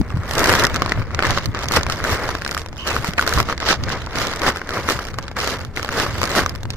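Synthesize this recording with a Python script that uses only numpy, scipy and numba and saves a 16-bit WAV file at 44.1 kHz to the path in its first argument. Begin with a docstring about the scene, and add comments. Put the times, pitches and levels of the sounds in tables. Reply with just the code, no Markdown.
"""Foil crackles and snaps close by: a hand rummages in a lined snack bag, outdoors on a wide path.
A small camera with two microphone ports sits just behind the bag. Creases in the film let go, each a
brief ring of scattered pitches; fingers hiss along the wall and twice a fingertip drags the film.
Breeze buffets the ports in shaped noise, low bumps ring briefly, and a rumble with a hum lies far off.
The recorder rounds off the loudest peaks and cuts the top."""
import sys
import numpy as np
from scipy import signal
from scipy.fft import rfft, irfft
from scipy.io import wavfile
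from scipy.ndimage import uniform_filter1d
from numba import njit

SR = 44100
rng = np.random.default_rng(int(sys.argv[2]) if len(sys.argv) > 2 else 0)


def to_wav(s):
    """Save 16-bit WAV."""
    ch = np.atleast_2d(s).T  # columns
    pcm = np.round(np.clip(ch, -1, 1) * 32767)  # PCM
    wavfile.write(sys.argv[1], SR, pcm.astype(np.int16))


N = 298380  # samples
OPPOSITE = np.array([[1], [-1]])  # signs of the side signal at the left and right port


def undb(db):
    """Amplitude ratio of a level in dB."""
    return 10 ** (np.asarray(db) / 20)


def along(hz, table, axis=1):
    """Read a column of a table on a log-frequency axis."""
    rows = np.array(table, float)
    return np.interp(np.log(np.maximum(hz, 1)), np.log(rows[:, 0]), rows[:, axis])


def curve(table, s):
    """The columns of a time table at the moments s."""
    rows = np.array(table, float)
    return [np.interp(s, rows[:, 0], column) for column in rows[:, 1:].T]


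def colour(x, table, axis=1):
    """Causal minimum-phase filter whose gain follows the table, made by folding the cepstrum."""
    gain = undb(along(np.fft.rfftfreq(2048, 1 / SR), table, axis=axis))
    cepstrum = irfft(np.log(gain))
    cepstrum[1:1024] *= 2
    cepstrum[1025:] = 0
    impulse = irfft(np.exp(rfft(cepstrum)))
    return signal.fftconvolve(x, impulse)[:N]


def walk(rate):
    """Random levels held 1 / rate s and slewed twice; spread near 1."""
    hold = int(SR / rate)
    steps = np.repeat(rng.standard_normal(N)[:N // hold + 1], hold)
    return 1.3 * uniform_filter1d(uniform_filter1d(steps, hold), hold)[:N]


def noise_pair(table, alike):
    """Coloured noise of rms 1 at two ports that share part of it."""
    mid, side = (colour(rng.standard_normal(N), table) for _ in range(2))
    alike = np.clip(alike, 0, 1)
    pair = np.sqrt(1 + alike) * mid + np.sqrt(1 - alike) * side * OPPOSITE
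    return pair / pair.std()


def swell(s, peak_s, db, rise_s, hold_s, fall_s):
    """Power of a gesture that climbs to its peak, holds and dies away, 20 dB in each given time."""
    before = (peak_s - s) / rise_s
    after = (s - peak_s - hold_s) / fall_s
    return undb(2 * (db - 20 * np.maximum(np.maximum(before, after), 0)))


# The far rumble behind the path. Each row: frequency in Hz, relative density in dB per Hz.
RUMBLE = [(30, 2.5), (75, 4.5), (150, -4), (400, -11), (1200, -21), (2500, -34), (6000, -71), (12000, -85)]
RUMBLE_DB, RUMBLE_ALIKE = -35.5, .88  # mean level in dB; how alike the two ports are, 0 to 1
HUM_HZ, HUM_WIDTH_HZ, HUM_DB = 76, 9.2, -38.5


def distance():
    """Far rumble as slowly drifting noise, with one low hum: a narrow band of noise, so it wavers."""
    b, a = signal.iirpeak(HUM_HZ, HUM_HZ / HUM_WIDTH_HZ, SR)
    hum = signal.lfilter(b, a, rng.standard_normal(N))
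    rumble = undb(RUMBLE_DB + walk(1.42)) * noise_pair(RUMBLE, RUMBLE_ALIKE)
    return rumble + undb(HUM_DB) * hum / hum.std()


# Breeze at the microphone ports. Each row: time in seconds, relative level in dB.
BREEZE = [(0, -33), (.6, -26), (1.3, -29), (2.1, -29), (2.6, -38), (3.3, -35), (4.2, -32), (4.6, -45),
          (5.4, -35), (6, -33), (6.3, -33), (6.77, -32)]
# Puffs standing out of it. Each row: peak in seconds, relative level in dB,
# time in seconds to rise and again to fall by 20 dB.
PUFFS = [(.002, -10, .025), (.165, -23, .12), (.34, -21, .05), (.55, -22, .15), (1.0, -23, .08),
         (1.37, -23, .1), (1.49, -23, .15), (1.785, -20, .06), (2.13, -20.5, .07), (2.22, -26, .08),
         (3.0, -26, .06), (3.09, -25, .05), (3.37, -22, .12), (3.88, -31, .3), (4.47, -28, .06),
         (4.78, -30, .08), (4.96, -25, .05), (5.14, -27, .08), (6.07, -27, .1), (6.22, -27, .07),
         (6.44, -23, .12), (6.56, -25, .07)]
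# Spectrum of the buffeting. Each row: frequency in Hz, relative density in dB per Hz.
GUST = [(20, -5.5), (45, -1.5), (75, 3), (120, 2), (200, -10), (350, -17.5), (700, -59)]
# The part of it not common to both ports. Each row: frequency in Hz, share in dB.
APART = [(30, -2.5), (170, -3), (260, -13), (1000, -13)]


def breeze():
    """Buffeting is low noise that differs in part between the ports; strong gusts reach higher."""
    s = np.arange(N) / SR
    steady = undb(2 * curve(BREEZE, s)[0])
    puffs = sum(swell(s, peak_s, db, span_s, 0., span_s) for peak_s, db, span_s in PUFFS)
    db = 10 * np.log10(steady + puffs) + 2.5 * walk(27)
    mid, side = (colour(rng.standard_normal(N), GUST) for _ in range(2))
    buffet = (mid + colour(side, APART) * OPPOSITE) / mid.std()
    # the higher flapping grows faster than the gust, up to a limit
    flap = noise_pair([(90, -30), (160, -3), (240, 0), (400, -20), (800, -45)], .85)
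    flap_db = np.minimum(db + 0.32 * (db + 11.5) - 11.5, -22)
    return undb(db - 1.5) * buffet + undb(flap_db) * flap


@njit
def ring(start, pole, rise, left, right, life, n):
    """Sum of dying sines that build up over a cycle, each with its own size and phase at either port."""
    out = np.zeros((2, n))
    for k in range(len(start)):
        z, lack = 1 + 0j, 1.
        for i in range(start[k], min(start[k] + life[k], n)):
            out[0, i] += (1 - lack) * (z * left[k]).imag
            out[1, i] += (1 - lack) * (z * right[k]).imag
            z *= pole[k]
            lack *= rise[k]
    return out


# How the two microphone ports disagree in phase.
# Each row: frequency in Hz, mean lag of the left port in radians, scatter of that lag in radians.
LAG = [(200, 0, .15), (800, .2, .22), (1500, .3, .5), (2000, .7, .6), (2600, 2.6, .8), (3500, 2.2, 1.3),
       (8000, 2.3, 1.5), (14000, 3, 1.7)]


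def film(s, hz, size, t60):
    """Dying rings, falling 60 dB in t60 s; in the treble the paths to the ports fall out of step."""
    s, hz, size, t60 = (v.ravel() for v in np.broadcast_arrays(s, hz, size, t60))
    lag = along(hz, LAG) + along(hz, LAG, axis=2) * rng.standard_normal(len(s))
    pole = np.exp(2j * np.pi * hz / SR - np.log(1000) / (t60 * SR))
    rise = np.exp(-2.5 * hz / SR)
    start = np.clip(s * SR, 0, N - 1).astype(np.int64)
    life = (t60 * SR).astype(np.int64)
    left, right = size * np.exp(-.5j * lag), size * np.exp(.5j * lag)
    return ring(start, pole, rise, left, right, life, N)


# Low bumps, likely the camera being jogged. Each row: start in seconds, pitch in Hz, relative level in dB.
BUMPS = [(.0105, 210, 2), (.141, 110, 0), (.1655, 140, -3), (.188, 95, -4), (3.087, 170, -4),
         (3.362, 60, -1.5)]
BUMP_CYCLES = 5  # cycles to fall by 60 dB


def bumps():
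    """Each bump is a low ring that dies in a few cycles."""
    s, hz, db = np.transpose(BUMPS)
    return film(s, hz, undb(db), BUMP_CYCLES / hz)


# Pushes of the hand in the bag, just in front of the microphones. Each row: peak in seconds,
# relative crackle level in dB, seconds to rise 20 dB, seconds held, seconds to fall 20 dB,
# brightness in dB at the peak, sheen of the top octave in dB at the peak.
PUSHES = [(.03, -40, .2, .18, .2, -5, 2), (.3, -28, .1, .04, .1, 4, 6), (.38, -22, .1, .03, .15, -3, 3),
          (.5, -16.5, .35, 0, .3, -2, 3), (.65, -15, .15, 0, .04, -2, -1),
          (.75, -27.5, .25, .18, .08, -2, -10), (.99, -27, .12, 0, .12, -3, -18),
          (1.24, -21.5, .2, 0, .25, -4, -7), (1.29, -24.5, .1, .09, .09, 5, -9),
          (1.45, -30, .15, 0, .06, 3, -4), (1.55, -29, .05, .04, .1, -5, -16),
          (1.63, -28, .15, .01, .05, -1, -3), (1.74, -20, .09, 0, .1, 2, 2),
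          (1.77, -14, .08, 0, .045, 0, -2), (1.82, -33, .05, .05, .1, -5, -8),
          (1.91, -26.5, .08, .04, .15, 0, -3), (2.06, -21.5, .05, 0, .08, -2, -2),
          (2.12, -19, .17, .01, .15, 0, 1), (2.21, -27, .2, .03, .1, -2, 0),
          (2.28, -25.5, .08, 0, .3, 1, -3), (2.52, -32, .25, .09, .1, 0, 2),
          (2.78, -40, .04, .06, .1, 10, -7), (2.88, -25, .06, 0, .4, 1, 0), (2.96, -25, .1, 0, .15, -3, 0),
          (3.05, -27, .15, .04, .05, -1, 2), (3.18, -31, .05, .05, .05, 3, 1),
          (3.28, -21, .08, .13, .04, 1, 0), (3.49, -27, .15, .03, .09, 1, -7),
          (3.69, -17.5, .1, .03, .07, 5, -9), (3.91, -25, .15, .02, .3, 1, -9),
          (4.17, -23.5, .1, .06, .4, 1, -3), (4.44, -23, .08, 0, .1, 2, 2),
          (4.48, -15.5, .1, 0, .055, -2, -1), (4.54, -34, .05, .03, .2, 1, -4),
          (4.76, -23.5, .16, 0, .22, 0, -1), (4.9, -20, .12, .02, .2, 3, 1), (5.05, -37, .1, .03, .1, 6, 2),
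          (5.19, -26, .025, 0, .02, -6, 0), (5.24, -36, .07, 0, .35, -2, -7),
          (5.37, -25, .025, .165, .08, 3, -2), (5.6, -36, .1, .05, .1, 0, -3),
          (5.78, -30, .05, 0, .1, 2, 0), (6.01, -19, .22, .01, .17, 3, -1),
          (6.24, -25.5, .2, 0, .12, -1, -2), (6.36, -19, .25, .02, .16, 1, 1),
          (6.55, -41, .1, .02, .1, -2, -3), (6.7, -41, .05, .1, .1, -1, -8)]
REST_DB, REST_BRIGHT_DB, REST_SHEEN_DB = -50, -3, -6  # between pushes
DULL_PER_DB, MATT_PER_DB = .3, .3  # dB of brightness and of sheen lost per dB below the peak of a push


def hand(s):
    """Crackle level, brightness, sheen: pushes add up, the loudest sets the colour, flanks are duller."""
    grid = np.arange(0, N / SR + .01, .002)
    rows = np.array(PUSHES)
    rest = undb(2 * REST_DB) + 0 * grid
    power = np.array([swell(grid, *row[:5]) for row in rows] + [rest])
    total = power.sum(axis=0)
    db = 10 * np.log10(total)
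    # averages weighted by the power of each push
    traits = np.vstack([rows[:, [1, 5, 6]], [REST_DB, REST_BRIGHT_DB, REST_SHEEN_DB]])
    peak_db, bright_db, sheen_db = traits.T @ power / total
    bright_db = bright_db + DULL_PER_DB * (db - peak_db)
    sheen_db = sheen_db + MATT_PER_DB * (db - peak_db)
    return [np.interp(s, grid, v) for v in (db, bright_db, sheen_db)]


def sheen(s):
    """Top octave against the rest of the treble, as the bag turns."""
    return hand(s)[2]


def scuff():
    """Fingers and crumbs sliding on the wall: a fluttering hiss that thins out when the hand rests."""
    db, bright_db, sheen_db = hand(np.arange(N) / SR)
    dull = noise_pair([(150, 0), (2200, 0), (3600, -30)], .94)
    keen = noise_pair([(1800, -40), (2800, 0), (7000, 0), (9000, -30)], 0)
    fine = noise_pair([(6000, -40), (8000, 0), (16000, 0)], 0)
    busy_db = 0.1 * (db + 11)
    flutter = undb(3.2 * walk(90) + 2.56 * walk(300))
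    treble = flutter * undb(bright_db) * (undb(-4) * keen + undb(sheen_db + 2.5) * fine)
    return undb(db + busy_db + 2.57 * walk(60)) * (undb(-2) * dull + treble)


# A fingertip dragged over taut film inside the bag: one long stroke, then one quick slip.
# Each row of a stroke: time in seconds, whistle in Hz, relative level in dB.
LONG_STROKE, QUICK_SLIP = [
    [(2.765, 2960, -55), (2.79, 2930, -29), (2.82, 2960, -30), (2.85, 2930, -34), (2.92, 2600, -28),
     (2.95, 2450, -60)],
    [(3.179, 3280, -13), (3.1845, 2390, -11), (3.192, 1500, -17)],
]


def drag(stroke, ring_s):
    """Stick and slip: quick irregular tugs ring the stretched film and the slack wall beside it."""
    s = np.arange(stroke[0][0], stroke[0][0] + .2, .0005)
    s = s + .0005 * rng.random(len(s))
    hz, db = curve(stroke, s)
    size = undb(db) * (s < stroke[-1][0])
    wobble = 1 + .035 * rng.standard_normal((2, len(s)))
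    taut = film(s, hz * wobble[0], size, ring_s)
    slack = film(s, 0.357 * hz * wobble[1], undb(-16) * size, 0.028)
    return taut + slack


def crease(s, body_db, treble_db, sheen_db, t60, ragged_s, scatter_db, count):
    """A crease lets go with one inward jerk; small facets follow raggedly, ring high and die soon."""
    place, when, strength = rng.random((len(s), count, 3)).transpose(2, 0, 1)
    # one pitch in each of count equal log-frequency bands
    hz = 170 * (16000 / 170) ** ((np.arange(count) + place) / count)
    treble, top = 1 / (1 + (2600 / hz) ** 6), 1 / (1 + (7700 / hz) ** 6)
    db = (1 - treble) * body_db[:, None] + treble * treble_db[:, None] + top * sheen_db[:, None]
    db = db + scatter_db * np.log(strength + 0.0085)
    # sizes rise with pitch so that the sum is flat per Hz
    size = -undb(db) * (hz / 1400) ** 0.93
    late_s = ragged_s * when ** 2 * (.3 + 0.58 * treble)
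    return film(s[:, None] + late_s, hz, size, t60 * (hz / 1400) ** -.4)


def crackle(count=4000):
    """Many small creases, bunched; the harder the hand works the more of them go."""
    slot, keep, luck, tint = rng.random((count, 4)).T
    s = (np.arange(count) + slot) / count * N / SR
    db, bright_db, _ = hand(s)
    share = np.clip(undb(.6 * (db + 20)), .05, 1)
    bunch_db = 3.5 * walk(35)[(s * SR).astype(int)]
    luck_db = -2.9 * np.log(luck + 0.013)
    # the fewer that go, the larger each is
    size_db = db - 9 + bunch_db + luck_db - 10 * np.log10(share)
    size_db += np.where(keep < share, 0, -120)  # silence the rest
    treble_db = size_db + bright_db + 4.2 * (tint - .5)
    return crease(s, size_db, treble_db, sheen(s), 0.013, ragged_s=.0015, scatter_db=2, count=12)


# Big creases that snap out of the crackle, close to the microphones.
# Each row: start in seconds, relative ring level in dB, main ring in Hz, relative treble level in dB.
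SNAPS = [(.0131, -20, 816, -33), (.1038, -26, 1220, -42), (.1228, -24, 1900, -50), (.1716, -23, 1070, -37),
         (.2341, -22.5, 1270, -36), (.3105, -16, 800, -20), (.3355, -17, 1080, -22), (.3525, -30, 980, -23),
         (.3815, -29, 1360, -15), (.3934, -25, 1610, -14), (.4044, -28, 1500, -19), (.4322, -11, 920, -20),
         (.442, -11, 1310, -11), (.458, -10, 1450, -18), (.472, -9, 1020, -18), (.494, -1.5, 1630, -14),
         (.4997, -8, 1210, -15), (.519, -11, 2040, -23), (.5264, -9, 1390, -15), (.5377, -4.5, 1670, -18),
         (.5519, -8, 1480, -17), (.5954, -9, 1360, -12), (.6374, -16, 1160, -12), (.6431, -1.5, 1870, -19),
         (.6506, -10, 1450, -12), (.6681, -15, 1400, -15), (.7434, -19, 1410, -17), (.7553, -11, 1540, -28),
         (.7604, -13, 1290, -15.5), (.7665, -12, 1340, -25), (.8202, -3, 1160, -17),
         (.8608, -12, 1060, -22), (.878, -15, 1050, -41), (.8941, -29, 990, -17), (.92, -3, 1980, -17.5),
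         (.9757, -15, 1040, -43), (1.0178, -21, 1120, -42), (1.1068, -24, 1150, -40),
         (1.114, -28, 1260, -39), (1.1468, -14, 2020, -20), (1.191, -7, 1480, -21),
         (1.2037, -11, 1530, -30), (1.2243, -6.5, 1290, -19), (1.2345, -9, 1790, -28),
         (1.2456, -7, 1120, -28), (1.2515, -9, 1820, -19), (1.2678, -11, 1620, -18),
         (1.2999, -10, 1070, -31), (1.3064, -17, 1700, -13.5), (1.375, -7, 1230, -25),
         (1.3839, -16, 1070, -19), (1.4576, -20, 1510, -17.5), (1.5475, -16, 1130, -24),
         (1.59, -27, 1060, -23), (1.6417, -17, 804, -26), (1.6854, -27, 1000, -16.5),
         (1.7112, -13, 1160, -26), (1.7206, -18, 1140, -14), (1.7377, -10, 1110, -22),
         (1.7641, -5.5, 1370, -19), (1.7705, -10, 1490, -17), (1.81, -14.5, 1580, -28),
         (1.8321, -24, 1090, -17), (1.8657, -15, 980, -24), (1.8985, -10, 1220, -17.5),
         (1.9224, -19, 1500, -15), (2.002, -18, 1210, -42), (2.0406, -9, 1460, -17.5),
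         (2.0492, -10.5, 1460, -31), (2.073, -23, 1210, -26), (2.2903, -10, 960, -24),
         (2.3511, -13, 1130, -24), (2.4196, -18, 1760, -26), (2.4486, -19, 1870, -21),
         (2.463, -14, 1520, -27), (2.477, -23, 1610, -20.5), (2.4919, -14.5, 1940, -31),
         (2.5115, -25, 1160, -18), (2.517, -17, 1430, -28), (2.5473, -17, 1420, -21),
         (2.5678, -15, 1230, -35), (2.5769, -17, 1750, -19.5), (2.5864, -40, 1110, -28),
         (2.5945, -34, 960, -29), (2.6171, -23, 880, -29), (2.661, -21, 935, -30), (2.686, -33, 806, -35),
         (2.7286, -27, 810, -35), (2.7603, -33, 920, -39), (2.8686, -15, 1190, -24),
         (2.8736, -16, 1220, -17.5), (2.9124, -16, 1020, -36), (2.9646, -7.5, 1430, -25),
         (3.045, -14, 970, -23), (3.135, -20, 1430, -26.5), (3.1803, -10, 2850, -22),
         (3.1836, -9, 2250, -24), (3.1937, -14, 1480, -20), (3.2118, -17, 1200, -20),
         (3.2248, -12.5, 1100, -21), (3.265, -16, 1390, -23), (3.276, -6.5, 1440, -15.5),
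         (3.2923, -22, 1080, -17), (3.326, -10, 1390, -27), (3.337, -27, 1270, -13),
         (3.3754, -9.5, 1120, -31), (3.3849, -15, 1030, -17), (3.391, -9, 1320, -23),
         (3.4014, -5, 1090, -14), (3.428, -21, 1130, -24), (3.4874, -16, 1050, -27),
         (3.4983, -15, 1210, -31), (3.5257, -13.5, 1280, -24), (3.578, -19, 2010, -24),
         (3.6019, -21, 1560, -22), (3.628, -12, 1100, -29), (3.6532, -29, 1470, -22),
         (3.6898, -9, 1570, -18), (3.7062, -8.5, 1450, -26), (3.7273, -9.5, 1160, -23),
         (3.8368, -22, 1070, -17.5), (3.885, -14, 1610, -33), (3.8926, -25, 1870, -19.5),
         (3.9015, -14, 1530, -29), (4.0622, -35, 1400, -27), (4.071, -16, 1000, -43),
         (4.1566, -14, 1560, -22), (4.1736, -13, 1360, -41), (4.1851, -18, 1500, -17.5),
         (4.217, -14, 1370, -23), (4.2697, -17, 1240, -19), (4.3362, -16, 1390, -24),
         (4.36, -21, 1510, -23), (4.3944, -32, 1520, -26), (4.418, -13, 1150, -20),
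         (4.4334, -14, 1500, -26), (4.4648, -7.5, 1170, -20), (4.4804, -9, 1220, -31),
         (4.5594, -20, 1440, -28), (4.5702, -18, 1550, -24), (4.616, -16, 1510, -36),
         (4.6726, -30, 1550, -33), (4.6912, -19, 1540, -24), (4.7063, -21, 1280, -25),
         (4.772, -13, 1180, -39), (4.8878, -4.5, 1290, -20), (4.899, -15, 1780, -15.5),
         (4.9067, -12, 1210, -28), (4.9904, -15, 1280, -30), (5.085, -22, 1530, -36),
         (5.1414, -22, 1180, -30), (5.186, -14, 1180, -23), (5.2262, -32, 1990, -31),
         (5.2808, -21, 1360, -29), (5.314, -22, 805, -33), (5.3665, -18, 1060, -27),
         (5.3939, -19, 1170, -26), (5.4321, -15, 1150, -37), (5.4746, -14, 810, -17.5),
         (5.6488, -29, 1400, -30), (5.763, -25, 1770, -22), (5.7725, -11, 2100, -28),
         (5.7954, -18, 1490, -31), (5.8288, -16, 1310, -22), (5.8466, -16, 840, -22),
         (5.8899, -13, 1470, -25), (5.9992, -7, 1630, -17), (6.0639, -12, 1120, -39),
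         (6.1813, -28, 1040, -27), (6.216, -12.5, 990, -19), (6.2311, -10.5, 1160, -16.5),
         (6.2386, -11.5, 1330, -18), (6.2546, -28, 1210, -18), (6.3516, -9, 1530, -22),
         (6.3655, -11, 1080, -26), (6.3913, -7, 1630, -25), (6.435, -15, 1130, -31),
         (6.4614, -10, 1190, -20), (6.4938, -37, 1590, -18.5), (6.5512, -27, 1030, -29),
         (6.5582, -22, 1560, -30), (6.6319, -23, 1700, -26), (6.654, -20, 1000, -34),
         (6.7039, -25, 840, -18)]
# The quick slip ends in one long ring: start in seconds, pitch in Hz, relative level in dB,
# seconds to fall by 60 dB.
PING = (3.1938, 1470, -.5, .02)
SNAP_RING_S, SNAP_RING_SPREAD = .009, .1  # median seconds to fall by 60 dB; spread of its logarithm


def snaps():
    """Big creases: one dominant ring, the spray of facets and a fainter settling just after."""
    s, ring_db, hz, treble_db = np.transpose(SNAPS)
    t60 = SNAP_RING_S * np.exp(SNAP_RING_SPREAD * rng.standard_normal(len(s)))
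    main = film(s, hz, -undb(ring_db + 3.0), np.clip(t60, .003, .06))
    spray = crease(s, ring_db - 4, treble_db + 3.5, 0.86 * sheen(s), 0.011,
                   ragged_s=.0012, scatter_db=2.5, count=24)
    settle = crease(s + 0.0029, ring_db - 16, treble_db - 6.5, 0.84 * sheen(s), 0.0085,
                    ragged_s=0.0055, scatter_db=0.5, count=16)
    ping_s, ping_hz, ping_db, ping_t60 = PING
    ping = film(ping_s, ping_hz, -undb(ping_db), ping_t60)
    return main + spray + settle + ping


# Colour of the bag as it reaches the camera. Each row: frequency in Hz, gain in dB.
BAG = [(150, -1.5), (500, 5), (830, -0.5), (1200, 3), (1600, 0.5), (2250, -3.5), (2600, -3), (3300, -8),
       (5000, -10), (7400, -16), (9500, -23.5), (13200, -22.5), (14500, -24), (15500, -54)]
# The left port is shaded from much of the treble. Each row: frequency in Hz, left minus right in dB.
SHADE = [(700, 0), (1200, -1), (1550, .4), (2250, 7), (2600, 0), (3300, -6.5), (5000, -11), (7400, -4),
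         (8500, -2), (11500, -4.5), (15500, 0)]


def scene():
    """The bag, coloured for each port, over bumps, breeze and distance."""
    strokes = drag(LONG_STROKE, 0.022) + drag(QUICK_SLIP, 0.0084)
    bag = snaps() + crackle() + scuff() + strokes
    # each port takes half of the difference
    ports = [[(hz, side * db / 2) for hz, db in SHADE] for side in (1, -1)]
    bag = np.array([colour(colour(bag[k], BAG), ports[k]) for k in range(2)])
    return bag + bumps() + breeze() + distance()


TOP_HZ = 15700  # upper edge of the recorder's band


def record(dry):
    """The loudest peaks bend smoothly below full scale, then a steep low-pass cuts the top."""
    soft = dry / (1 + np.abs(dry) ** 6) ** (1 / 6)
    low_pass = signal.ellip(8, .2, 70, TOP_HZ, fs=SR, output="sos")
    return np.clip(signal.sosfilt(low_pass, soft), -1, 1)


dry = scene()
out = record(dry)
to_wav(out)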